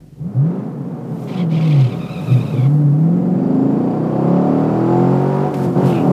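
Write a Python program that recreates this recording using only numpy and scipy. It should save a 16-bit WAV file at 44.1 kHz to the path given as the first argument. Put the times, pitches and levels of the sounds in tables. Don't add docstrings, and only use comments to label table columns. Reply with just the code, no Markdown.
import sys
import numpy as np
from scipy import signal
from scipy.fft import rfft, irfft
from scipy.io import wavfile
from scipy.ndimage import uniform_filter1d, minimum_filter1d

SR = 44100
rng = np.random.default_rng(int(sys.argv[2]) if len(sys.argv) > 2 else 0)


def inscribe(sig):
    pcm = np.round(np.clip(np.atleast_2d(sig).T, -1, 1) * 32767)
    wavfile.write(sys.argv[1], SR, pcm.astype(np.int16))


N = 269892
TIME = np.arange(N) / SR
BIN_HZ = np.fft.rfftfreq(N, 1 / SR)


def amp(db):
    return 10 ** (np.asarray(db) / 20)


def unit(x):
    return x / np.sqrt(np.mean(x ** 2) + 1e-20)


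def curves(rows):
    times, *columns = np.transpose(rows)
    return [np.interp(TIME, times, column) for column in columns]


def eq_db(points, hz):
    point_hz, db = np.transpose(points)
    return np.interp(np.log(hz + 1), np.log(point_hz + 1), db)


def resonance_db(modes, hz):
    return sum(db / (1 + (2 * (hz - centre) / width) ** 2) for centre, width, db in modes)


def above(hz, edge_hz, order):
    return 1 / np.sqrt(1 + (edge_hz / hz) ** (2 * order))


def colour(x, points, ring=0):
    gain_db = eq_db(points, BIN_HZ) + ring * resonance_db(PANEL_MODES, BIN_HZ)
    return unit(irfft(rfft(x) * amp(gain_db), N))


def drift(hz):
    return unit(irfft(rfft(rng.standard_normal(N)) / (1 + (BIN_HZ / hz) ** 4), N))


def whine(hz, width_hz):
    angle = 2 * np.pi * np.cumsum(hz * np.ones(N)) / SR
    return unit(drift(width_hz / 2) * np.cos(angle) + drift(width_hz / 2) * np.sin(angle))


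def bursts(rows, attack_s, release_s):
    envelope = np.zeros(N)
    for start, length, db in rows:
        attack = np.clip((TIME - start) / attack_s, 0, 1)
        release = np.exp(-np.maximum(TIME - start - length, 0) / release_s)
        envelope += amp(db) * attack * release
    return envelope


# time in seconds, firing rate in Hz.
FIRING_RATE = [(0, 45), (.16, 50), (.38, 124), (.48, 172), (.6, 204), (.75, 232), (.92, 240), (1.2, 216.5),
               (1.48, 161), (1.66, 159), (1.85, 127), (2.09, 58), (2.33, 128), (2.51, 101), (2.73, 150),
               (2.92, 143), (3.13, 177), (3.32, 182), (3.4, 191), (3.5, 207), (3.7, 219), (3.9, 242),
               (4.1, 258), (4.3, 280.5), (4.5, 298.5), (5.13, 362), (5.48, 394), (5.6, 365), (5.75, 346),
               (5.83, 377), (5.95, 337), (6.04, 303), (6.13, 280)]
# time in seconds, drive in dB against full throttle.
THROTTLE_DRIVE = [(0, 9), (.15, -4), (.22, 0), (.33, -3.5), (.4, -4.5), (.49, -4.5), (.58, -8), (.74, -22),
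                  (1.15, -18), (1.4, -7.5), (1.8, -2.5), (2.7, -1), (3.1, -3.5), (3.65, -3), (4.05, -5.5),
                  (4.32, -1.5), (4.7, -4.5), (4.95, -3), (5.2, -6), (5.45, -6), (5.52, -15), (5.62, -9.5),
                  (5.74, -18), (5.775, -3), (5.95, -7), (6.1, 0.5)]
HIGH_RATE_HZ = 350


def engine():
    rate, throttle_db = curves(FIRING_RATE)[0], curves(THROTTLE_DRIVE)[0]
    cycles = np.cumsum(rate / 8) / SR
    return sum(layer(cycles, rate, throttle_db) for layer in (exhaust, burble, rasp))


def exhaust(cycles, rate, throttle_db, sweep_s_per_hz=.000015, smear_rad=1.3, smear_at_hz=330):
    slack = np.clip(1 - amp(throttle_db), 0, 1)
    angle = 2 * np.pi * (cycles + .0008 * drift(15) + .003 * slack * drift(20))
    orders = boom(rate, throttle_db) + snarl(rate, throttle_db) + overrun(rate, slack)
    wobbles = [drift(10) for _ in range(13)]
    smear = smear_rad * (smear_at_hz / np.maximum(rate, SNARL_FROM_HZ)) ** 2
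    out = np.zeros(N)
    for order, gain, flutter in orders:
        hz = order * rate / 8
        low_cut = above(hz, 95, order=4)
        sweep = np.pi * sweep_s_per_hz * hz ** 2
        echo_phase = smear * np.sin(2 * np.pi * (hz / 330 + rng.random()))
        jitter, shimmer = (flutter * np.roll(wobbles[rng.integers(len(wobbles))], rng.integers(N))
                           for _ in range(2))
        out += gain * low_cut * np.sin(order * angle - sweep + echo_phase + jitter) * (1 + shimmer)
    return np.sqrt(2) * out


# pitch in Hz, gain in dB.
FIRING_EQ = [(50, -31), (97, -37), (112, -24), (123, -10), (138, -7), (172, -11), (195, -19.5), (240, -20),
             (268, -28), (295, -21), (318, -24), (332, -15), (348, -13.5), (368, -17.5), (400, -20)]
# the octave's pitch in Hz, gain in dB.
OCTAVE_EQ = [(100, -54), (135, -27), (170, -21.5), (205, -32), (255, -44), (290, -24.5), (330, -31),
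             (420, -27), (480, -31.5), (565, -26), (640, -31), (690, -47), (738, -31), (780, -53)]


def boom(rate, throttle_db, flutter=.13):
    tone = amp(.76 * throttle_db + eq_db(FIRING_EQ, rate))
    octave = amp(.6 * throttle_db + eq_db(OCTAVE_EQ, 2 * rate))
    return [(8, tone, flutter), (16, octave, flutter)]


# order, relative level in dB, extra dB per octave of revs.
SNARL_ORDERS = [(3, 4.5, -11.0), (4, -5.5, -19.0), (5, -6.0, -11.0), (6, -7.5, -8.0), (7, -5.5, -6.0),
                (9, -1.5, 2.0), (10, -2.0, -9.0), (11, 3.0, 4.0), (12, 1.5, 3.0), (13, -3.5, -6.0),
                (14, -4.5, -7.0), (15, 3.0, 2.0), (17, 6.0, 10.0), (18, -1.0, 4.0), (19, 2.5, 4.0),
                (20, 7.0, 10.0), (21, 1.5, 2.0), (22, -3.0, -6.0), (23, -1.0, 0.0), (24, 1.0, -4.0),
                (25, 3.0, 6.0), (26, -1.0, -1.0), (27, -2.0, -2.0), (28, 1.5, 3.0), (29, -3.0, -2.0),
                (30, 0.0, 4.0), (31, 4.0, 5.0), (32, 3.0, 6.0), (33, -0.0, 1.0), (34, -1.0, 1.0),
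                (35, 4.0, 6.0), (36, 1.0, 5.0), (37, 2.0, 8.0), (38, -1.0, 2.0)]
# frequency in Hz, gain in dB.
CABIN_EQ = [(85, -59), (105, -47), (122, -26.5), (200, -14.5), (300, -20.5), (420, -27), (600, -32.5),
            (800, -39), (1250, -44.5), (1800, -60)]
# centre in Hz, width in Hz, boost in dB.
AIR_MODES = [(136.6, 13, 7), (156.2, 9, 6.5), (177.3, 13, 9.5), (267.1, 20, 10), (344.4, 19, 4.5)]
# centre in Hz, width in Hz, boost in dB.
PANEL_MODES = [(560, 40, 2.5), (640, 30, 1.5), (738, 30, 11.5), (858, 35, 6.5), (950, 35, 4.5),
               (1065, 60, 3)]
SNARL_FROM_HZ = 170


def snarl(rate, throttle_db, flutter_per_order=.007):
    drive = above(rate, SNARL_FROM_HZ, order=8) * snarl_load(rate, throttle_db)
    octaves = np.log2(rate / HIGH_RATE_HZ)
    orders = []
    for order, db, db_per_octave in SNARL_ORDERS:
        hz = order * rate / 8
        cabin_db = eq_db(CABIN_EQ, hz) + resonance_db(AIR_MODES + PANEL_MODES, hz)
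        gain = drive * amp(db + db_per_octave * octaves + cabin_db)
        orders.append((order, gain, flutter_per_order * order))
    return orders


def snarl_load(rate, throttle_db, free_rev_db=-7.5, hooked_up_s=3.4, db_per_octave=10.7):
    slip_db = free_rev_db * np.clip(hooked_up_s - TIME, 0, 1)
    return amp(.5 + throttle_db + slip_db + db_per_octave * np.log2(rate / HIGH_RATE_HZ))


# order, level in dB when fully coasting.
DRONE_ORDERS = [(6, -29.5), (10, -42.5)]


def overrun(rate, slack, from_hz=190, flutter=.25):
    coasting = slack ** 2 * above(rate, from_hz, order=6)
    return [(order, coasting * amp(db), flutter) for order, db in DRONE_ORDERS]


# frequency in Hz, gain in dB.
BURBLE_EQ = [(20, -49), (60, -28.5), (95, -34), (125, 4.5), (160, 5.5), (215, -9.5), (260, -4),
             (330, -13.5), (480, -17.5), (1000, -65)]
# start in seconds, length in seconds, level in dB.
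ENGINE_STUMBLES = [(1.88, 0.066, -23), (2.26, 0.18, -21), (2.52, .07, -20), (5.66, 0.05, -18.5),
                   (5.76, 0.34, -22)]


def burble(cycles, rate, throttle_db, turbulence=.76, from_hz=74.5, smooth_from_hz=210):
    fired = np.diff(np.floor(cycles * 8), prepend=0) > 0
    kicks = unit(fired * (2 * rng.random(N) - 1) / np.sqrt(rate))
    thumps = colour(kicks + turbulence * rng.standard_normal(N), BURBLE_EQ)
    bed = amp(-27 - .026 * throttle_db) * above(rate, from_hz, order=3)
    evenness = np.sqrt(1 + amp(throttle_db) ** 2 * (rate / smooth_from_hz) ** 8)
    stumbles = bursts(ENGINE_STUMBLES, attack_s=.012, release_s=.13)
    return np.hypot(bed / evenness, stumbles) * thumps


# frequency in Hz, gain in dB.
RASP_EQ = [(100, -15), (220, 19), (340, 13.5), (520, 12.5), (700, 5), (950, 0), (1250, -2.5), (1750, -13.5),
           (2600, -21), (3600, -28), (5000, -31.5), (8000, -42.5), (15000, -62)]


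def rasp(cycles, rate, throttle_db, from_hz=84, db_per_octave=11, locked_share=.78):
    angle = 2 * np.pi * cycles
    puffs = (1 + .035 * np.cos(8 * angle)) * (1 + .1 * np.cos(angle))
    gas = colour(puffs * rng.standard_normal(N), RASP_EQ, ring=.49)
    lows = signal.sosfiltfilt(signal.butter(2, 1400, fs=SR, output="sos"), gas)
    load = snarl_load(rate, throttle_db)
    locked = locked_share * load / load.max()
    level_db = -15 + .56 * throttle_db + db_per_octave * np.log2(rate / HIGH_RATE_HZ)
    return amp(level_db) * above(rate, from_hz, order=2) * (gas - locked * lows)


def crescendo(end_db, db_per_s):
    return amp(end_db + db_per_s * (TIME - TIME[-1]))


# frequency in Hz, gain in dB.
ROAD_EQ = [(20, -13), (55, -8), (95, 10.5), (160, -24.5), (500, -56)]


def road():
    return crescendo(end_db=-41.5, db_per_s=3) * colour(rng.standard_normal(N), ROAD_EQ)


# peak time in seconds, level in dB, rise and fall in seconds.
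WHEEL_SPRAYS = [(1.24, -51.5, .12, .1), (1.7, -56, .15, .3), (2.32, -48.5, .25, .42), (5.57, -46, .02, .05),
                (5.64, -45, .03, .03), (5.87, -40.5, .03, .08)]
# frequency in Hz, gain in dB.
HISS_EQ = [(300, -7.5), (1500, 7.5), (3000, 4), (5000, 2.5), (8000, 0.5), (12000, -1.5), (15000, -4.5)]


def hiss(floor_db=-63, flicker_db=.66):
    spray = sum(amp(db) * np.exp(np.minimum((TIME - peak) / rise, (peak - TIME) / fall))
                for peak, db, rise, fall in WHEEL_SPRAYS)
    wind = crescendo(end_db=-51, db_per_s=6)
    level = np.sqrt(amp(floor_db) ** 2 + wind ** 2 + spray ** 2)
    return level * amp(flicker_db * drift(70)) * colour(rng.standard_normal(N), HISS_EQ)


# pitch in Hz, width in Hz, level in dB before the fader.
AIR_WHISTLES = [(4620, 280, -67.5), (5220, 200, -72), (7100, 260, -71), (7550, 280, -71), (9950, 350, -79)]
# time in seconds, gain in dB.
DRAUGHT_FADER = [(0, -19), (2.9, -13), (3.2, -7), (3.55, -1), (3.85, -3), (4.2, -4), (4.9, 2), (5.4, 0),
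                 (6.12, -2)]


def draught(waver_db=2.5):
    whistles = sum(amp(db + waver_db * drift(4)) * whine(hz, width) for hz, width, db in AIR_WHISTLES)
    return amp(curves(DRAUGHT_FADER)[0]) * whistles


# frequency in Hz, gain in dB.
RATTLE_EQ = [(500, -15), (2500, 2), (8000, 0), (15000, -7)]


def rattle(ticks_per_s=45, spread_db=2.5, decay_s=.004):
    struck = rng.random(N) < ticks_per_s / SR
    strength = amp(spread_db * np.minimum(rng.exponential(1, N), 2.5))
    envelope = signal.lfilter([1], [1, -np.exp(-1 / (decay_s * SR))], struck * strength)
    return crescendo(end_db=-63, db_per_s=5) * colour(envelope * rng.standard_normal(N), RATTLE_EQ)


# time in seconds, level in dB.
PANEL_FADER = [(0, -80), (.3, -54), (1.0, -51), (1.5, -44), (2.5, -47), (3.6, -42), (4.4, -39), (5.6, -37),
               (6.12, -38)]


def loose_panel(pitch_hz=738):
    return amp(curves(PANEL_FADER)[0]) * whine(pitch_hz, width_hz=22)


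# start in seconds, length in seconds, scrub level in dB.
WHEELSPINS = [(1.267, 0.15, -41.5), (1.491, 0.385, -41), (1.578, 0.24, -54.5), (1.881, 0.78, -50.5),
              (5.829, 0.16, -44)]
# frequency in Hz, gain in dB.
SCRUB_EQ = [(900, -2.5), (1750, -9.5), (2200, 3.5), (2700, 1), (3050, 0.5), (3600, -1), (4400, -7),
            (5500, -9.5), (8000, -16.5), (14000, -30)]
# frequency in Hz, gain in dB.
ROAR_EQ = [(90, -16.5), (170, 20.5), (280, 7), (540, 7), (750, -5.5), (1250, -4.5), (1750, -15.5),
           (3600, -23), (15000, -43)]


def wheelspin(chatter_db=2, roar_db=-29.5, attack_s=.026, release_s=.024):
    blocks = sum(whine(hz, width_hz=220) * amp(4.5 * drift(45)) for hz in np.arange(1900, 5200, 170))
    grit = colour(unit(blocks) + 1.6 * rng.standard_normal(N), SCRUB_EQ)
    scrub = bursts(WHEELSPINS, attack_s, release_s) * grit * amp(chatter_db * drift(65))
    gates = [(start, length, 0) for start, length, _ in WHEELSPINS]
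    spinning = np.minimum(bursts(gates, attack_s, release_s), 1)
    return scrub + amp(roar_db) * spinning * colour(rng.standard_normal(N), ROAR_EQ, ring=1)


# harmonic number, width in Hz, relative level in dB.
SQUEAL_HARMONICS = [(1, 170, -3), (2, 250, 0), (3, 330, -4), (4, 500, -16)]
# start in seconds, length in seconds, level in dB, pitch in Hz.
SQUEAL_NOTES = [(1.377, .04, -38.5, 1087), (1.601, 0.22, -47.5, 1066), (1.897, 0.045, -43, 1230),
                (1.992, 0.075, -41, 1260), (2.081, 0.12, -40.5, 1272), (2.213, .035, -44, 1290),
                (2.266, 0.077, -37.5, 1232), (2.357, 0.03, -42, 1240), (2.388, 0.028, -39, 1260),
                (2.445, 0.094, -43.5, 1285), (2.556, 0.11, -43, 1112)]


def squeals(sag_hz_per_s=650, waver_depth=.024):
    voice = [(harmonic, whine(0, width), whine(0, width), amp(db))
             for harmonic, width, db in SQUEAL_HARMONICS]
    waver = 1 + waver_depth * drift(30)
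    out = np.zeros(N)
    for start, length, db, hz in SQUEAL_NOTES:
        pitch = hz * waver - sag_hz_per_s * np.clip(TIME - start - length / 2, -length, length)
        angle = 2 * np.pi * np.cumsum(pitch) / SR
        note = sum(gain * (cos_noise * np.cos(harmonic * angle) + sin_noise * np.sin(harmonic * angle))
                   for harmonic, cos_noise, sin_noise, gain in voice)
        out += bursts([(start, length, db)], attack_s=.014, release_s=.016) * unit(note)
    return out


# time in seconds, level in dB, firing rate in Hz.
RIVAL_REVS = [(1.4, -71, 311), (1.6, -37, 322), (1.78, -38, 335), (1.88, -32, 368), (2.03, -43, 412),
              (2.12, -38, 412), (2.3, -54, 440)]


def rival(width_hz=14, fifth_db=-5):
    db, rate = curves(RIVAL_REVS)
    gate = (TIME > RIVAL_REVS[0][0]) * (TIME < RIVAL_REVS[-1][0])
    return gate * amp(db) * (whine(rate, width_hz) + amp(fifth_db) * whine(rate * 3 / 2, width_hz))


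# start in seconds, level in dB, decay in seconds.
CLACK_HITS = [(4.696, -50, .006), (5.541, -34, .011), (5.638, -43, .008), (5.896, -43, .006)]
# frequency in Hz, gain in dB.
CLACK_EQ = [(100, -20), (900, -2), (2000, 6), (3500, 1), (7000, -9), (15000, -14)]


def clacks():
    envelope = sum(amp(db) * (TIME >= start) * np.exp(-abs(TIME - start) / decay)
                   for start, db, decay in CLACK_HITS)
    return envelope * colour(rng.standard_normal(N), CLACK_EQ)


# time in seconds, level in dB, pitch in Hz.
CHIRP_SHAPE = [(5.8, -58, 2850), (5.865, -48, 2860), (5.99, -37.5, 2610), (6.03, -47, 2690),
               (6.07, -72, 2550)]


def chirp():
    db, pitch = curves(CHIRP_SHAPE)
    return amp(db) * (TIME > CHIRP_SHAPE[0][0]) * whine(pitch, width_hz=600)


def scene():
    bed = engine() + road() + hiss() + draught() + rattle() + loose_panel()
    launch = wheelspin() + squeals() + rival()
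    upshift = clacks() + chirp()
    return (bed + launch + upshift)[None]


def record(dry, ceiling=.71, top_hz=15300):
    gain = np.minimum(1, ceiling / (abs(dry[0]) + 1e-9))
    gain = uniform_filter1d(minimum_filter1d(gain, size=500), size=400)
    fades = signal.windows.tukey(N, .002)
    low_pass = signal.firwin(511, top_hz, window=("kaiser", 9), fs=SR)
    return signal.oaconvolve(dry * gain * fades, low_pass[None], "same")


dry = scene()
out = record(dry)
inscribe(out)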